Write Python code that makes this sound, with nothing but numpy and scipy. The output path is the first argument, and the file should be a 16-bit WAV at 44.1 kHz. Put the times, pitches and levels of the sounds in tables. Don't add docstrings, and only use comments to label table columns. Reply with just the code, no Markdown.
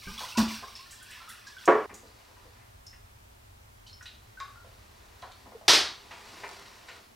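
import sys
import numpy as np
from scipy import signal
from scipy.fft import rfft, irfft
from scipy.io import wavfile
from scipy.ndimage import uniform_filter1d

SR = 44100
rng = np.random.default_rng(int(sys.argv[2]) if len(sys.argv) > 2 else 0)


def generate_wav(sig):
    pcm = np.round(np.clip(np.atleast_2d(sig).T, -1, 1) * 32767).astype(np.int16)
    wavfile.write(sys.argv[1], SR, pcm)


N = 315315
TIME = np.arange(N) / SR
SCENE_CHANGE_S, KNOCK_S = 1.863, 1.677


def from_db(db):
    return 10 ** (np.asarray(db) / 20)


def rms_one(x):
    return x / np.sqrt(np.mean(x ** 2) + 1e-20)


def at_hz(points, hz):
    table_hz, values = np.array(points).T
    return np.interp(np.log(np.maximum(hz, 1)), np.log(table_hz), values)


def filtered(x, curve):
    hz = np.fft.rfftfreq(len(x), 1 / SR)
    return irfft(rfft(x) * from_db(at_hz(curve, hz)), len(x))


def coloured(x, spectrum):
    return rms_one(filtered(x, spectrum))


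def add(out, s, sound):
    start = max(int(s * SR), 0)
    out[..., start:start + sound.shape[-1]] += sound[..., :max(N - start, 0)]


def stereo(mid, side, width):
    side = filtered(side, width)
    return np.array([mid + side, mid - side])


def kitchen_echoes(spectrum):
    # pitch in Hz, time to fall by 60 dB in seconds.
    room_t60 = [(100, 0.65), (400, 0.36), (1200, 0.44), (4000, 0.41), (8000, 0.35), (15000, 0.27)]
    # pitch in Hz, side level minus mid level in dB.
    echo_width = [(60, -31.5), (250, -20.5), (500, -15), (2500, -9.5), (5600, -35.5), (7300, -3),
                  (10500, -4.5), (13000, -22)]
    t, tail = TIME[:SR * 4 // 5], 0
    hz = np.fft.rfftfreq(len(t), 1 / SR)
    noise = rfft([coloured(white, spectrum) for white in rng.standard_normal((2, len(t)))])
    edges = [0, 150, 300, 600, 1200, 2400, 4800, 6500, 8500, 11000, 13500, 22051]
    for low, high in zip(edges, edges[1:]):
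        band = irfft(noise * ((hz >= low) & (hz < high)), len(t))
        tail = tail + band * from_db(-60 * t / at_hz(room_t60, (low + high) / 2))
    return stereo(*tail, echo_width)


def in_room(x, echoes, direct_db, wet_db):
    reflections = signal.fftconvolve(x[None], echoes)[:, :N]
    return from_db(direct_db) * x + from_db(wet_db) * reflections


def burst(spectrum, decay_s):
    t = TIME[:SR // 2]
    noise = coloured(rng.standard_normal(len(t)), spectrum)
    return noise * np.exp(-t / decay_s) * (1 - np.exp(-t / (0.18 * decay_s)))


def hump(hz, octaves):
    edge = 2 ** (octaves / 2)
    return [(hz / edge / 8, -45), (hz / edge, -3), (hz, 0), (hz * edge, -4), (hz * edge * 8, -60)]


def bubble(hz, t60, rise, swell):
    t = TIME[:int(t60 * SR) + 2]
    envelope = (1 - np.exp(-t / (swell * t60))) * from_db(-60 * t / t60)
    return np.sin(2 * np.pi * hz * t * (1 + rise * t / t60 / 2)) * envelope


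def background():
    # pitch in Hz, relative level in dB.
    hiss_spectrum, rumble_spectrum = [(100, -39.5), (170, -8.5), (218, -4), (306, -12), (399, -10),
                                      (520, -15), (561, -10.5), (973, -11), (1340, -14), (15800, -24)], [(11, -43), (18, -7.5), (43, -0.5), (102, 1.5),
                                                    (127, -5), (146, -22), (167, -28), (183, -32),
                                                    (190, -45), (250, -64.5), (420, -120)]
    # pitch in Hz, side level minus mid level in dB.
    hiss_width, rumble_width = [(150, -10.5), (350, 5), (1400, 6), (4500, -1), (10000, -2.5), (13500, -17)], [(60, -24.5), (200, -18.5)]
    # time in seconds, level in dB.
    rumble_levels = [(0, -61), (1.8, -63), (2.3, -60.5), (2.8, -56.5), (4.9, -57), (5.6, -61.5), (6.3, -63),
                     (7.15, -67.5)]
    hiss_db = -62
    hiss = stereo(*[coloured(white, hiss_spectrum) for white in rng.standard_normal((2, N))], hiss_width)
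    rumble = stereo(*[coloured(white, rumble_spectrum) for white in rng.standard_normal((2, N))], rumble_width)
    rumble_db = np.interp(TIME, *np.transpose(rumble_levels))
    return from_db(hiss_db) * hiss + from_db(rumble_db) * rumble


def flow():
    # start in seconds, level in dB, time until it ebbs in seconds.
    surges = [(0.0, -55.5, 0.083), (0.076, -51.5, 0.08), (0.176, -44, 0.07), (0.276, -46, 0.037),
              (0.37, -31, 0.019), (0.472, -43.5, 0.085), (0.622, -57.5, 0.083), (1.085, -56, 0.09),
              (1.277, -50.5, 0.044), (1.577, -53.5, 0.078)]
    trickle_db, thinning_db_per_s = -54.5, 2
    attack_s, release_s = 0.012, 0.022
    out = from_db(trickle_db - thinning_db_per_s * TIME)
    for s, db, hold_s in surges:
        attack = np.clip((TIME - s) / attack_s, 0, 1)
        release = np.exp(-np.maximum(TIME - s - hold_s, 0) / release_s)
        out = np.hypot(out, from_db(db) * attack * release)
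    return out


def stream(per_s, cycles, spread_db, bubbles_db, drops_per_s, drop_spread_db, spray_db):
    # pitch in Hz, relative level in dB.
    spray_spectrum = [(1760, -22.5), (3000, -4), (5570, -4.5), (6990, -15.5), (8820, -12), (11300, -18.5),
                      (15500, -16)]
    # pitch in Hz,
    # relative level in dB before the extra strength for high pitches below.
    full_stream, thin_stream = [(410, -41), (700, -11), (1030, -4.5), (1850, -10), (2180, -2),
                                (2940, -10.5), (3400, -7), (5550, -16), (7000, -14), (9100, -47),
                                (15400, -120)], [(410, -50), (700, -20), (771, -27.5), (1020, -5),
                                              (1590, -4.5), (2060, -8), (3370, -3), (7000, -31),
                                              (9100, -46), (15400, -120)]
    full_stream_end_s = 0.71
    spray_fade_db_per_s = 3.5

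    sizes = from_db(drop_spread_db * np.minimum(rng.exponential(1, N), 4)) * rng.choice([-1, 1], N)
    drops = sizes * (rng.random(N) < drops_per_s / SR)
    spray = from_db(spray_db - spray_fade_db_per_s * TIME) * coloured(drops, spray_spectrum)

    froth, length = np.zeros(N), int(SCENE_CHANGE_S * SR)
    births = rng.random((3000, 3))
    for when, size, strength in births[:int(per_s * SCENE_CHANGE_S)]:
        s = when * SCENE_CHANGE_S
        hz = 800 * 8 ** size
        spectrum = full_stream if s < full_stream_end_s else thin_stream
        gain = from_db(at_hz(spectrum, hz) + spread_db * strength ** 2) * hz
        add(froth, s, gain * bubble(hz, cycles / hz, rise=0.22, swell=0.1))
    froth /= np.sqrt(uniform_filter1d(froth ** 2, size=SR // 8) + 0.01 * np.var(froth[:length]))
    return flow() * (from_db(bubbles_db) * froth + spray)


def small_sounds(first_scene):
    # start in seconds, level in dB, centre pitch in Hz.
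    jug_thuds = [(0.061, -38, 38), (0.068, -32.5, 232), (0.376, -24, 320), (0.387, -37, 74.5),
                 (1.908, -37, 368), (2.031, -42, 406), (2.285, -52, 480), (2.368, -49.5, 990),
                 (2.454, -44.5, 390), (4.402, -30.5, 1310), (4.645, -48.5, 650), (5.519, -40.5, 680),
                 (5.612, -40.5, 700)]
    # start in seconds, starting pitch in Hz, level in dB,
    # time to fall by 60 dB in seconds.
    plops = [(0.072, 1510, -31, 0.052), (0.077, 1170, -37, .11), (0.178, 3270, -24, .032),
             (0.229, 994, -31.5, 0.076), (0.322, 2630, -29.5, .033), (0.35, 1400, -31.5, 0.055),
             (0.355, 964, -29.5, .08), (0.51, 2244, -31, 0.023), (0.632, 1037, -35, 0.15),
             (0.636, 1570, -40, .06), (0.753, 5120, -28, .02), (0.789, 1040, -42.5, 0.18),
             (1.009, 1476, -41.5, 0.11), (1.084, 1663, -38.5, .07), (1.149, 1670, -37.5, .04),
             (1.201, 1318, -38.5, 0.16), (1.275, 1250, -38, 0.089), (1.467, 1610, -34, .085),
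             (1.566, 1484, -33, .07), (2.868, 5110, -31, 0.018), (3.865, 2990, -37.5, 0.023),
             (3.896, 4090, -39.5, .027), (3.93, 5100, -34, 0.018), (4.01, 1430, -38, .03),
             (4.062, 3850, -33.5, 0.034), (4.372, 1480, -32.5, 0.059), (4.403, 1067, -29, 0.11),
             (4.556, 1347, -39, .06)]
    # start in seconds, level in dB, centre pitch in Hz.
    splashes = [(0.205, -34.5, 810), (0.378, -23.5, 935), (0.622, -39.5, 730), (1.215, -46, 1400),
                (1.892, -41.5, 1135), (2.56, -57, 1400), (2.61, -57, 1400), (5.224, -38.5, 870),
                (5.457, -42.5, 495)]
    # start in seconds, level in dB, centre pitch in Hz, decay in seconds.
    ticks = [(0.371, -24.5, 5000, 0.013), (0.757, -41.5, 4430, .015), (0.907, -43.5, 7300, 0.021),
             (1.025, -46, 8940, .01), (1.105, -47.5, 8440, .011), (1.109, -45, 2690, .04),
             (1.289, -43.5, 9800, .018), (1.465, -45, 5030, 0.026), (1.654, -33.5, 6570, 0.0067),
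             (1.94, -41.5, 6900, 0.0087), (2.07, -52, 4630, 0.0065), (2.865, -44.5, 6100, 0.0052),
             (2.93, -49, 2100, 0.0078), (3.866, -48.5, 4400, .02), (4.009, -43.5, 1650, 0.008),
             (4.025, -47.5, 6000, 0.0083), (4.055, -39.5, 3260, .012), (4.4005, -34, 4020, .003),
             (5.221, -40, 3570, .004), (5.318, -42, 3740, 0.0037)]
    # start in seconds, level in dB, centre pitch in Hz.
    flaps = [(6.108, -37.5, 1250), (6.433, -33, 850), (6.884, -39, 1600)]

    def here(rows):
        return [row for row in rows if (row[0] < SCENE_CHANGE_S) == first_scene]

    out = np.zeros(N)
    for s, db, hz in here(jug_thuds):
        decay_s = 0.0062 * (1000 / hz) ** 0.37
        add(out, s, from_db(db) * burst(hump(hz, octaves=0.54), decay_s))
    for s, hz, db, t60 in here(plops):
        add(out, s, from_db(db) * bubble(hz, t60, rise=0.22, swell=0.064))
    for s, db, hz in here(splashes):
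        add(out, s, from_db(db) * burst(hump(hz, octaves=1.52), decay_s=0.018))
    for s, db, hz, decay_s in here(ticks):
        add(out, s, from_db(db) * burst(hump(hz, octaves=0.3), decay_s))
    for s, db, hz in here(flaps):
        add(out, s, from_db(db) * burst(hump(hz, octaves=2.64), decay_s=0.014))
    return out


def gulps(sag):
    # start in seconds, final pitch in Hz, level in dB,
    # swell in seconds, decay in seconds.
    air_gulps = [(0.066, 190, -35, 0.0054, 0.024), (0.372, 217.6, -3, 0.024, 0.023),
                 (0.423, 222, -13, 0.005, 0.009), (5.548, 441, -21, 0.011, 0.0071)]
    out, t = np.zeros(N), TIME[:SR // 2]
    for s, hz, db, swell_s, decay_s in air_gulps:
        pitch = hz * (1 + sag * np.exp(-t / swell_s))
        phase = 2 * np.pi * np.cumsum(pitch) / SR
        envelope = (1 - np.exp(-(t / swell_s) ** 2)) * np.exp(-t / decay_s)
        add(out, s, from_db(db) * envelope * np.sin(phase))
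    return out


def jacket(echoes, grain_db):
    # pitch in Hz, relative level in dB.
    cloth = [(88, -26.5), (150, -9.5), (199, -12.5), (366, -1.5), (451, -3), (525, -7.5), (928, -5),
             (2180, -10.5), (4570, -10), (7200, -19), (9220, -22.5), (10900, -25.5), (14000, -31.5)]
    # fastest moment in seconds, level in dB, half length in seconds.
    arm_moves = [(2.206, -60.5, 0.53), (5.1, -59.5, 0.93), (6.425, -49, 0.39), (6.936, -56.5, 0.11)]
    catches = np.interp(TIME, np.linspace(0, N / SR, 1500), rng.standard_normal(1500))
    rub = coloured(rng.standard_normal(N) * from_db(grain_db * catches), cloth)
    speed = sum(from_db(db) * np.exp(-((TIME - s) / half_s) ** 2) for s, db, half_s in arm_moves)
    return in_room(rub * speed, echoes, direct_db=-3.0, wet_db=-4.5)


def jug_ring(attack_s):
    # pitch in Hz, relative level in dB, time to fall by 60 dB in seconds.
    jug_modes = [(293, -2.5, 0.29), (357.4, 11, 0.29), (430, 6, 0.3), (539.5, 5.5, 0.39), (685, 6, 0.26),
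                 (970, 12, 0.14), (1070, -7.5, 0.6), (1128, 6.5, 0.37), (1599, -16, 0.21), (1728, -7, 0.33),
                 (1884, -3.5, 0.31), (1976, -7, 0.16), (2296, -10, 0.41)]
    ring_db = -23.5
    out, t = np.zeros(N), TIME[:SR // 2]
    for hz, db, t60 in jug_modes:
        mode = np.sin(2 * np.pi * (hz * t + rng.random())) * from_db(db - 60 * t / t60)
        add(out, KNOCK_S, from_db(ring_db) * mode * (1 - np.exp(-t / attack_s)))
    return out


def blow(spectrum, decay_s, direct_db):
    out = kitchen_echoes(spectrum)
    out *= 1 - np.exp(-TIME[:out.shape[1]] / decay_s)
    add(out, 0, from_db(direct_db) * burst(spectrum, decay_s))
    return out


def knocking(echoes):
    # pitch in Hz, relative level in dB.
    thud = [(53, -63), (90, -35), (327, -9.5), (429, 3.5), (481, -8), (540, -6.5), (735, -10.5), (1100, -8),
            (1190, -10.5), (1780, -17), (9000, -68.5), (11700, -98), (19800, -120)]
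    thud_db, low_cut_hz = -13.5, 105
    knock = in_room(jug_ring(attack_s=0.005), echoes, direct_db=-3, wet_db=-25)
    add(knock, KNOCK_S, from_db(thud_db) * blow(thud, decay_s=0.0045, direct_db=4.0))
    return signal.sosfilt(signal.butter(2, low_cut_hz, "high", fs=SR, output="sos"), knock)


def pouring(echoes):
    water = stream(per_s=450, cycles=60, spread_db=10, bubbles_db=-1.5,
                   drops_per_s=2000, drop_spread_db=2.5, spray_db=1.5)
    water = water + small_sounds(True)
    return in_room(water, echoes, direct_db=-2, wet_db=-2.5) + knocking(echoes)


def handling(echoes):
    # start in seconds, level in dB, decay in seconds.
    buckles = [(5.6805, -14, 0.00059), (5.692, -17.5, 0.0031), (5.714, -21, 0.006), (5.733, -18, 0.0041)]
    # pitch in Hz, relative level in dB.
    crack = [(40, -47.5), (85, -20.5), (230, -19), (390, -0.5), (520, -7), (1100, -4), (2300, -5),
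             (3900, 0.5), (5200, 0), (7400, -14), (9200, -15.5), (10800, -23.5), (14500, -25), (16000, -45)]
    out = in_room(small_sounds(False), echoes, direct_db=-2.5, wet_db=-0.5)
    for s, db, decay_s in buckles:
        add(out, s, from_db(db) * blow(crack, decay_s, direct_db=5))
    return out


def scene():
    echoes = kitchen_echoes([(20, 0), (20000, 0)])
    echoes /= np.sqrt(np.sum(echoes ** 2) / 2)
    cut = np.clip((SCENE_CHANGE_S - TIME) / 0.0039, 0, 1)
    first = cut * pouring(echoes) * from_db([[-0.5], [0.5]])
    air = in_room(gulps(sag=0.08), echoes, direct_db=0, wet_db=-17)
    return first + air + handling(echoes) + jacket(echoes, grain_db=2) + background()


def record(dry):
    cutoff_hz = 15800
    rounded = 0.93 * np.tanh(dry / 0.88)
    return signal.sosfilt(signal.ellip(10, 0.2, 80, cutoff_hz, fs=SR, output="sos"), rounded)


dry = scene()
out = record(dry)
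generate_wav(out)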